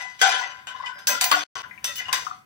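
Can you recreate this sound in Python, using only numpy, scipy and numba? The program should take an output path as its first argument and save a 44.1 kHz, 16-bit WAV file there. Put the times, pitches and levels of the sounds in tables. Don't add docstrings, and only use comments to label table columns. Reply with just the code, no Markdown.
import sys
import numpy as np
from scipy import signal
from scipy.fft import rfft, irfft
from scipy.io import wavfile
from scipy.ndimage import uniform_filter1d
from numba import njit

SR = 44100
rng = np.random.default_rng(int(sys.argv[2]) if len(sys.argv) > 2 else 0)


def store_pcm(level_fs):
    pcm = np.round(np.clip(level_fs, -1, 1) * 32767).astype(np.int16)
    wavfile.write(sys.argv[1], SR, np.atleast_2d(pcm).T)


def linear_from_db(decibels):
    return 10 ** (np.asarray(decibels, float) / 20)


N = 108045

BOWL_LUCK = .4


# start_s,
# level_db, treble_tilt_db_per_octave, loudest_hz, ring_length_share
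SPOON_CLINKS = [(0.0, -30.5, -4, 770, 0.57), (0.193, -30, 2, 2000, 0.67), (0.2145, -1.5, 1, 2940, 0.28),
                (0.67, -25.5, -1, 3500, 0.45), (0.86, -31, -1.5, 2970, 0.75),
                (0.989, -32, 3.5, 10800, 0.093), (1.071, -11.5, 10, 6750, 1), (1.091, -27, -5, 2290, 0.62),
                (1.211, -8.5, 8.5, 7220, 0.75), (1.241, -17.5, 14.5, 5920, 1), (1.314, -1.5, 1.5, 990, 0.1),
                (1.556, -27, -6.5, 1300, 0.67), (1.623, -46, -5, 1500, 0.14), (1.843, -15, 8.5, 2600, 0.53),
                (1.957, -27.5, 10.5, 12300, 0.96), (2.003, -28.5, -1.5, 2270, 0.28),
                (2.084, -25, -3, 2860, 0.081), (2.128, -7, 6, 2000, 0.2)]


def clinks(hz, db, t60, port):
    rows = np.array(SPOON_CLINKS)
    level_db, tilt_db, loudest_hz, ring_share = rows[:, 1], rows[:, 2:3], rows[:, 3:4], rows[:, 4:5]
    touch, at, latest = taps(rows, last_s=0.027, rise_s=1e-4)

    octaves_away = np.log2(hz / loudest_hz)
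    region_db = 6 * np.exp(-.5 * (octaves_away / .25) ** 2)
    luck_db = 8.5 * (1 + hz / 6000) * rng.standard_normal((len(rows), len(hz))).clip(-2, 1.3)
    luck_db[:, :len(BOWL_TONES)] *= BOWL_LUCK
    gain = unit(linear_from_db(db + tilt_db * np.log2(hz / 2000) + region_db + luck_db), 0.56)
    ringing = ring(touch, latest, gain, poles(hz, t60 * ring_share), port)

    t = np.arange(N // 100) / SR
    crack_s, crack_hz = 0.0049, 5400
    band = signal.butter(2, [crack_hz / 4, crack_hz * 2], "band", fs=SR)
    burst = signal.lfilter(*band, rng.standard_normal((2, len(t)))) * np.exp(-t / crack_s)
    hit = np.zeros((1, N))
    hit[0, at] = linear_from_db(1.223 * level_db + 6.5 + 2 * rows[:, 2]) * (at > 0)
    crack = signal.fftconvolve(hit, burst, axes=1)[:, :N]
    return ringing + linear_from_db(-13.5) * crack


# start_s, level_db, treble_tilt_db_per_octave
RUB_STROKES = [
    [(0.0, -36.5, 3.5), (0.174, -52.5, 3.5), (0.21, -34, 5)],
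    [(0.216, -24.5, 5), (0.25, -17, 3.5), (0.35, -21, 1.5), (0.4, -31, 5), (0.43, -30.5, 0.5),
     (0.665, -55.5, -3)],
    [(0.672, -44, -0.5), (0.82, -40.5, -3), (0.87, -41.5, 6.5), (0.93, -51.5, -5), (0.99, -40, -6),
     (1.065, -58.5, 5)],
    [(1.073, -14.5, 18.5), (1.2, -38.5, 3.5), (1.215, -19.5, -3.5), (1.305, -31.5, 11), (1.32, -29.5, 17.5),
     (1.387, -25.5, 3), (1.435, -30, 3.5)],
    [(1.558, -35, 4.5), (1.62, -38, 3), (1.635, -50, -4), (1.836, -53.5, -3.5), (1.838, -38, -8.5)],
    [(1.846, -28, 8), (1.945, -41, 11.5), (1.98, -33, 7), (2.04, -43, 2), (2.12, -36.5, -4.5)],
    [(2.13, -25, 7), (2.328, -49, 4.5), (2.45, -76, 14)],
]


def scrape(hz, db, t60, port):
    rub, t = np.concatenate(RUB_STROKES), np.arange(N) / SR
    slips_per_s, slip_spread_db, step_s, new_place_s = 1400, 3.5, .01, 0.064

    luck = rng.random((N, 3))
    size = linear_from_db(slip_spread_db * (-np.log(luck[:, 1])).clip(0, 4))
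    slips = (luck[:, 0] < slips_per_s / SR) * size * np.sign(luck[:, 2] - .5)
    drive = slips / np.std(slips) * linear_from_db(np.interp(t, rub[:, 0], rub[:, 1]) - 5)

    steps = np.arange(0, t[-1] + step_s, step_s)
    place_index = (steps / new_place_s).astype(int).clip(0, 199)
    place = rng.standard_normal((2, 200, len(hz)))[:, place_index]
    place[:, :, :len(BOWL_TONES)] *= BOWL_LUCK
    pole = poles(hz * (1 + .002 * place[1]), .7 * t60)
    spread_db = 4 * (1 + hz / 6000) * place[0].clip(-2.5, 1.5)
    tilt_db = np.interp(steps, rub[:, 0], rub[:, 2])[:, None]
    gain = linear_from_db(db + tilt_db * np.log2(hz / 2000) + spread_db)
    gain = unit(gain, 1 / (1 - abs(pole) ** 2))
    return ring(drive, (t / step_s).astype(int), gain, pole, port)


# start_s, length_s, level_db, pitch_hz
SINGING_DRAGS = [(0.0, 0.081, -44.5, 770), (0.222, 0.087, -19, 770), (0.224, 0.032, -17.5, 1500),
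                 (0.251, 0.022, -22, 1501), (0.295, .085, -35.5, 1463), (0.322, 0.057, -31, 3204),
                 (0.385, 0.021, -29, 1480), (0.41, 0.014, -24.5, 983), (0.416, 0.059, -32.5, 1980),
                 (0.327, 0.15, -39, 777.7), (0.671, 0.038, -35.5, 3030), (0.675, 0.062, -40, 1520),
                 (0.746, 0.019, -36, 1050), (0.798, 0.016, -31.5, 1027), (0.832, 0.056, -33.5, 2000),
                 (0.855, 0.066, -37, 993), (0.861, 0.1, -39.5, 1513), (0.856, 0.031, -35.5, 3000),
                 (0.862, 0.025, -44, 2450), (0.931, 0.13, -54.5, 5060), (0.954, 0.051, -40.5, 1563),
                 (1.075, 0.023, -25, 1576), (1.088, 0.047, -31.5, 2548), (1.106, .095, -28.5, 1411),
                 (1.067, 0.098, -36.5, 572.4), (1.21, 0.084, -34, 744), (1.221, 0.037, -29.5, 2000),
                 (1.314, 0.013, -17, 1072), (1.337, 0.019, -19, 1448), (1.347, 0.0055, -19.5, 2796),
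                 (1.358, 0.02, -28, 722), (1.621, 0.058, -48, 998), (1.854, 0.079, -43.5, 2625),
                 (1.856, 0.079, -40, 1930), (1.875, 0.055, -40, 1320), (1.957, 0.055, -35, 2970),
                 (1.979, 0.063, -34.5, 2017), (1.99, 0.028, -38, 1500), (2.045, 0.037, -38.5, 2856),
                 (2.086, 0.013, -26, 2857), (2.115, 0.027, -43, 1487), (2.15, 0.029, -35.5, 2860),
                 (2.31, 0.0072, -27, 1257), (2.239, 0.13, -52, 747), (1.074, 0.081, -34, 2000),
                 (1.079, 0.083, -41.5, 1007), (1.086, 0.08, -35, 224.4)]


def drags():
    out = np.zeros((2, N + SR))
    smooth = int(0.0057 * SR)
    luck = rng.standard_normal((len(SINGING_DRAGS), 4, SR // 6))
    for (start_s, length_s, level_db, hz), noise in zip(SINGING_DRAGS, luck):
        t = np.arange(int(np.clip(length_s, .006, .16) * SR)) / SR
        grip = uniform_filter1d(uniform_filter1d(noise, smooth, axis=1), smooth, axis=1)
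        grip = grip[:, :len(t)] / np.std(grip)
        shared_waver = 0.4 * (grip[0] + 1j * grip[1]) / 2
        side_waver = 0.51 * (grip[2:] + 1j * grip[:1:-1])
        swell = np.sin(np.pi * (t / t[-1]).clip(0, 1)).clip(0) ** 0.55
        tone = linear_from_db(level_db) * swell * np.exp(2j * np.pi * hz * t)
        port = plain_ports(np.array([hz]), 0)
        at = int(start_s * SR)
        out[:, at:at + len(t)] += (port * (1 + shared_waver + side_waver) * tone).imag
    return out[:, :N]


# start_s, level_db, pitch_hz, time_to_fade_60_db_s
NUT_KNOCKS = [(0.0, -32.5, 2000, 0.35), (0.0, -43.5, 998, 0.52), (0.836, -23, 1042, 0.038),
              (1.315, -5.5, 1130, 0.05), (1.325, -28.5, 297, 0.34), (1.639, -29.5, 1486, 0.05),
              (1.709, -30.5, 2045, 0.052), (1.776, -31, 2324, 0.037), (1.846, -33.5, 3605, 0.47),
              (1.888, -43, 572, 0.21), (2.084, -28, 1042, 0.091), (2.129, -20.5, 1034, 0.064),
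              (2.185, -32.5, 1011, 0.12), (2.267, -12.5, 1221, 0.024)]


def nuts():
    ratio = np.array([1, .93, 1.08, 1.2, .8])
    tone_db = np.array([0, -8, -8, -11, -11])
    t, out = np.arange(SR // 3)[:, None] / SR, np.zeros((2, N + SR))
    rise = 1 - np.exp(-t / .004)
    luck = rng.random((len(NUT_KNOCKS), 2, len(ratio)))
    for (start_s, level_db, hz, t60), u in zip(NUT_KNOCKS, luck):
        tone_hz = hz * ratio * np.r_[1, 1 + .05 * (u[0, 1:] - .5)]
        ring_s = np.r_[t60, np.full(len(ratio) - 1, min(t60, .06))]
        start_phase = np.exp(2j * np.pi * u[1])
        tones = poles(tone_hz, ring_s) ** (t * SR) * rise * linear_from_db(level_db + tone_db) * start_phase
        at = int(start_s * SR)
        out[:, at:at + len(t)] += (plain_ports(tone_hz, 3.5) @ tones.T).imag
    return out[:, :N]


# pitch_hz, level_db, time_to_fade_60_db_s
BOWL_TONES = [(571, -5.5, 0.22), (770, -3.5, 0.36), (969, -3, 0.57), (1009, 3.5, 0.6), (1080, 3, 0.14),
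              (1448, 7, 0.2), (1555, 2, 0.6), (1715, 0, 0.23), (2020, 8.5, 0.25), (2466, -11.5, 1),
              (2600, -23.5, 0.57), (2960, -0.5, 0.21), (3155, 4, 0.17), (6010, -1, 0.051)]
# pitch_hz, level_db
WALL_LEVEL = [(250, -17.5), (600, -12), (1000, -3.5), (1600, 4), (3000, 2), (6000, 6), (9000, -16),
              (13000, -32.5), (15500, -27.5)]
# pitch_hz, time_to_fade_60_db_s
WALL_RING = [(300, 0.94), (1500, 0.44), (5000, 0.11), (10000, 0.21), (16000, 0.26)]
# pitch_hz, width_hz, lift_db
WALL_GROUPS = [(1500, 100, 13.5), (2000, 110, 11), (2460, 55, 9), (3030, 200, 9.5), (3677, 270, 6),
               (4660, 200, 5)]


def body(count=300):
    luck = rng.random((count, 2))
    hz = 250 + (15800 - 250) * ((np.arange(count) + luck[:, 0]) / count) ** 1.7
    spacing_db = 10 * np.log10(np.gradient(hz).clip(5) / 30)
    db = read(WALL_LEVEL, hz) - read(WALL_LEVEL, 1500) - 20.5 + spacing_db - 2.5
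    for mid_hz, width_hz, lift_db in WALL_GROUPS:
        db = db + lift_db * np.exp(-.5 * ((hz - mid_hz) / width_hz) ** 2)
    t60 = read(WALL_RING, hz) * (.35 + .9 * luck[:, 1])
    bowl_hz, bowl_db, bowl_t60 = np.array(BOWL_TONES).T
    return np.r_[bowl_hz, hz], np.r_[bowl_db - bowl_db.mean() - 10, db], np.r_[bowl_t60, t60]


# pitch_hz, left_over_right_db
LEFT_LOUDER = [(300, 9), (800, 11.5), (2500, 7.5), (6000, 2), (14000, 3.5)]


def left_right(hz, half):
    lag_s = .00115
    return np.array([half * np.exp(-2j * np.pi * hz * lag_s), 1 / half])


def plain_ports(hz, extra_db):
    return left_right(hz, linear_from_db(read(LEFT_LOUDER, hz) / 2 + extra_db))


def ports(hz):
    odd = rng.standard_normal((2, len(hz)))
    level = linear_from_db(read(LEFT_LOUDER, hz) / 2 + 2 * odd[0] / 2)
    return left_right(hz, level * np.exp(.5j * 1.2 * odd[1]))


def taps(rows, last_s, rise_s):
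    at = (rows[:, 0] * SR).astype(int)
    t = np.arange(SR // 16) / SR
    shape = np.exp(-t / last_s) * (1 - np.exp(-(t + 1 / SR) / rise_s))
    touch = rng.standard_normal((len(rows), len(t))) * shape
    touch[:, 0] += .5 * np.sqrt(np.sum(touch ** 2, axis=1))
    touch = touch * linear_from_db(rows[:, 1:2]) / np.sqrt(np.sum(touch ** 2, axis=1, keepdims=True))
    x = np.zeros(N + len(t))
    for start, one_touch in zip(at, touch):
        x[start:start + len(t)] += one_touch
    latest = np.searchsorted(at, np.arange(N), "right") - 1
    return x[:N], at, np.clip(latest, 0, None)


@njit
def ring(x, part, gain, pole, port):
    out = np.zeros((2, len(x)))
    for m in range(gain.shape[1]):
        z = 1e-12j
        for i in range(len(x)):
            z = z * pole[part[i], m] + x[i] * gain[part[i], m]
            out[0, i] += (z * port[0, m]).imag
            out[1, i] += (z * port[1, m]).imag
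    return out


def poles(hz, t60):
    return np.exp((2j * np.pi * hz - np.log(1000) / np.clip(t60, .004, 5)) / SR)


def unit(gain, keep):
    return gain / np.sqrt(np.sum(gain ** 2 * keep, axis=1, keepdims=True) / 2)


def read(table, hz):
    table = np.array(table)
    return np.interp(np.log(hz), np.log(table[:, 0]), table[:, 1])


def colour(x, table):
    y = irfft(rfft(x) * linear_from_db(read(table, np.fft.rfftfreq(N, 1 / SR) + 1)), N)
    return y / np.std(y)


def tile_echo(pan):
    t = np.arange(SR // 2) / SR
    room_t60_s = 0.3
    echo = rng.standard_normal((2, len(t))) * linear_from_db(-60 * t / room_t60_s) * (t > .003)
    echo = signal.lfilter([.5], [1, -.7], echo)
    echo = echo / np.sqrt(np.sum(echo ** 2) / 2)
    return linear_from_db(-12) * signal.fftconvolve(pan, echo, axes=1)[:, :N]


# pitch_hz, level_db
ROOM_NOISE = [(30, -9.5), (150, 6), (500, -2.5), (1200, 5.5), (2500, -0.5), (5000, -29), (10000, -55),
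              (15500, -36)]
# start_s, level_db
PAN_RUMBLE = [
    (0.0, -67),
    (0.28, -65),
    (1.399, -60),
    (2.242, -57.5),
    (2.45, -67.5),
]


def kitchen():
    mid, side = rng.standard_normal((2, N))
    air = colour(np.array([mid + 3.1 * side, mid - 5.4 * side]), ROOM_NOISE)
    rumble = np.array(PAN_RUMBLE)
    shaking = rng.standard_normal(N) + 0.11 * rng.standard_normal((2, N))
    low = colour(shaking, [(30, -12), (85, 11.5), (160, 10), (300, 2.5), (600, -15.0)])
    rumble_db = np.interp(np.arange(N) / SR, rumble[:, 0], rumble[:, 1])
    return linear_from_db(-59.5) * air + low * linear_from_db(rumble_db)


def scene():
    hz, db, t60 = body()
    port = ports(hz)
    pan = linear_from_db(-8.5) * clinks(hz, db, t60, port) + scrape(hz, db, t60, port) + nuts() + drags()
    ceiling = .66
    loud = ceiling * np.tanh((pan + tile_echo(pan)) / ceiling)
    mic_low_cut = signal.butter(3, 420, "high", fs=SR, output="sos")
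    return signal.sosfilt(mic_low_cut, loud) + kitchen()


def starve(x):
    hz, t, z = signal.stft(x, SR, nperseg=1024)
    power = np.mean(abs(z) ** 2, axis=0)
    total = power.sum(0)
    patches = rng.standard_normal((len(hz) // 12 + 1, len(t) // 4 + 1))
    chance = np.kron(patches, np.ones((12, 4)))[:len(hz), :len(t)]
    sill = total ** 1.6 * linear_from_db(2 * (-40 + 12 + 7 * chance))
    rising = total > 4 * np.roll(total, 2)
    keep = (uniform_filter1d(power, size=5, axis=0) > sill) | (hz[:, None] < 6300) | rising
    return signal.istft(z * keep, SR, nperseg=1024)[1][:, :N]


def dropouts():
    t = np.arange(N) / SR
    cut_s, mute_s, back_s = 1.438, 1.466, 1.5545
    fade_db = -20 - 600 * (t - cut_s) - 80 * (t > mute_s)
    db = np.where((t > cut_s) & (t < back_s), fade_db, 0)
    dip_s, dip_fade_s = 1.621, .013
    db = db + (t > dip_s) * -28 * np.clip(1 - (t - dip_s) / dip_fade_s, 0, 1)
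    return linear_from_db(db)


def band_limit(x):
    return signal.sosfilt(signal.butter(12, 16810, fs=SR, output="sos"), x)


def record(dry):
    hiss_high_pass = signal.butter(2, 8000, "high", fs=SR)
    hiss = linear_from_db(-78) * signal.lfilter(*hiss_high_pass, rng.standard_normal(dry.shape))
    top_cut = signal.ellip(6, .3, 30, 15900, fs=SR, output="sos")
    dull = signal.sosfilt(top_cut, dry + hiss)
    return band_limit(starve(dull) * dropouts())


dry = scene()
out = record(dry)
store_pcm(out)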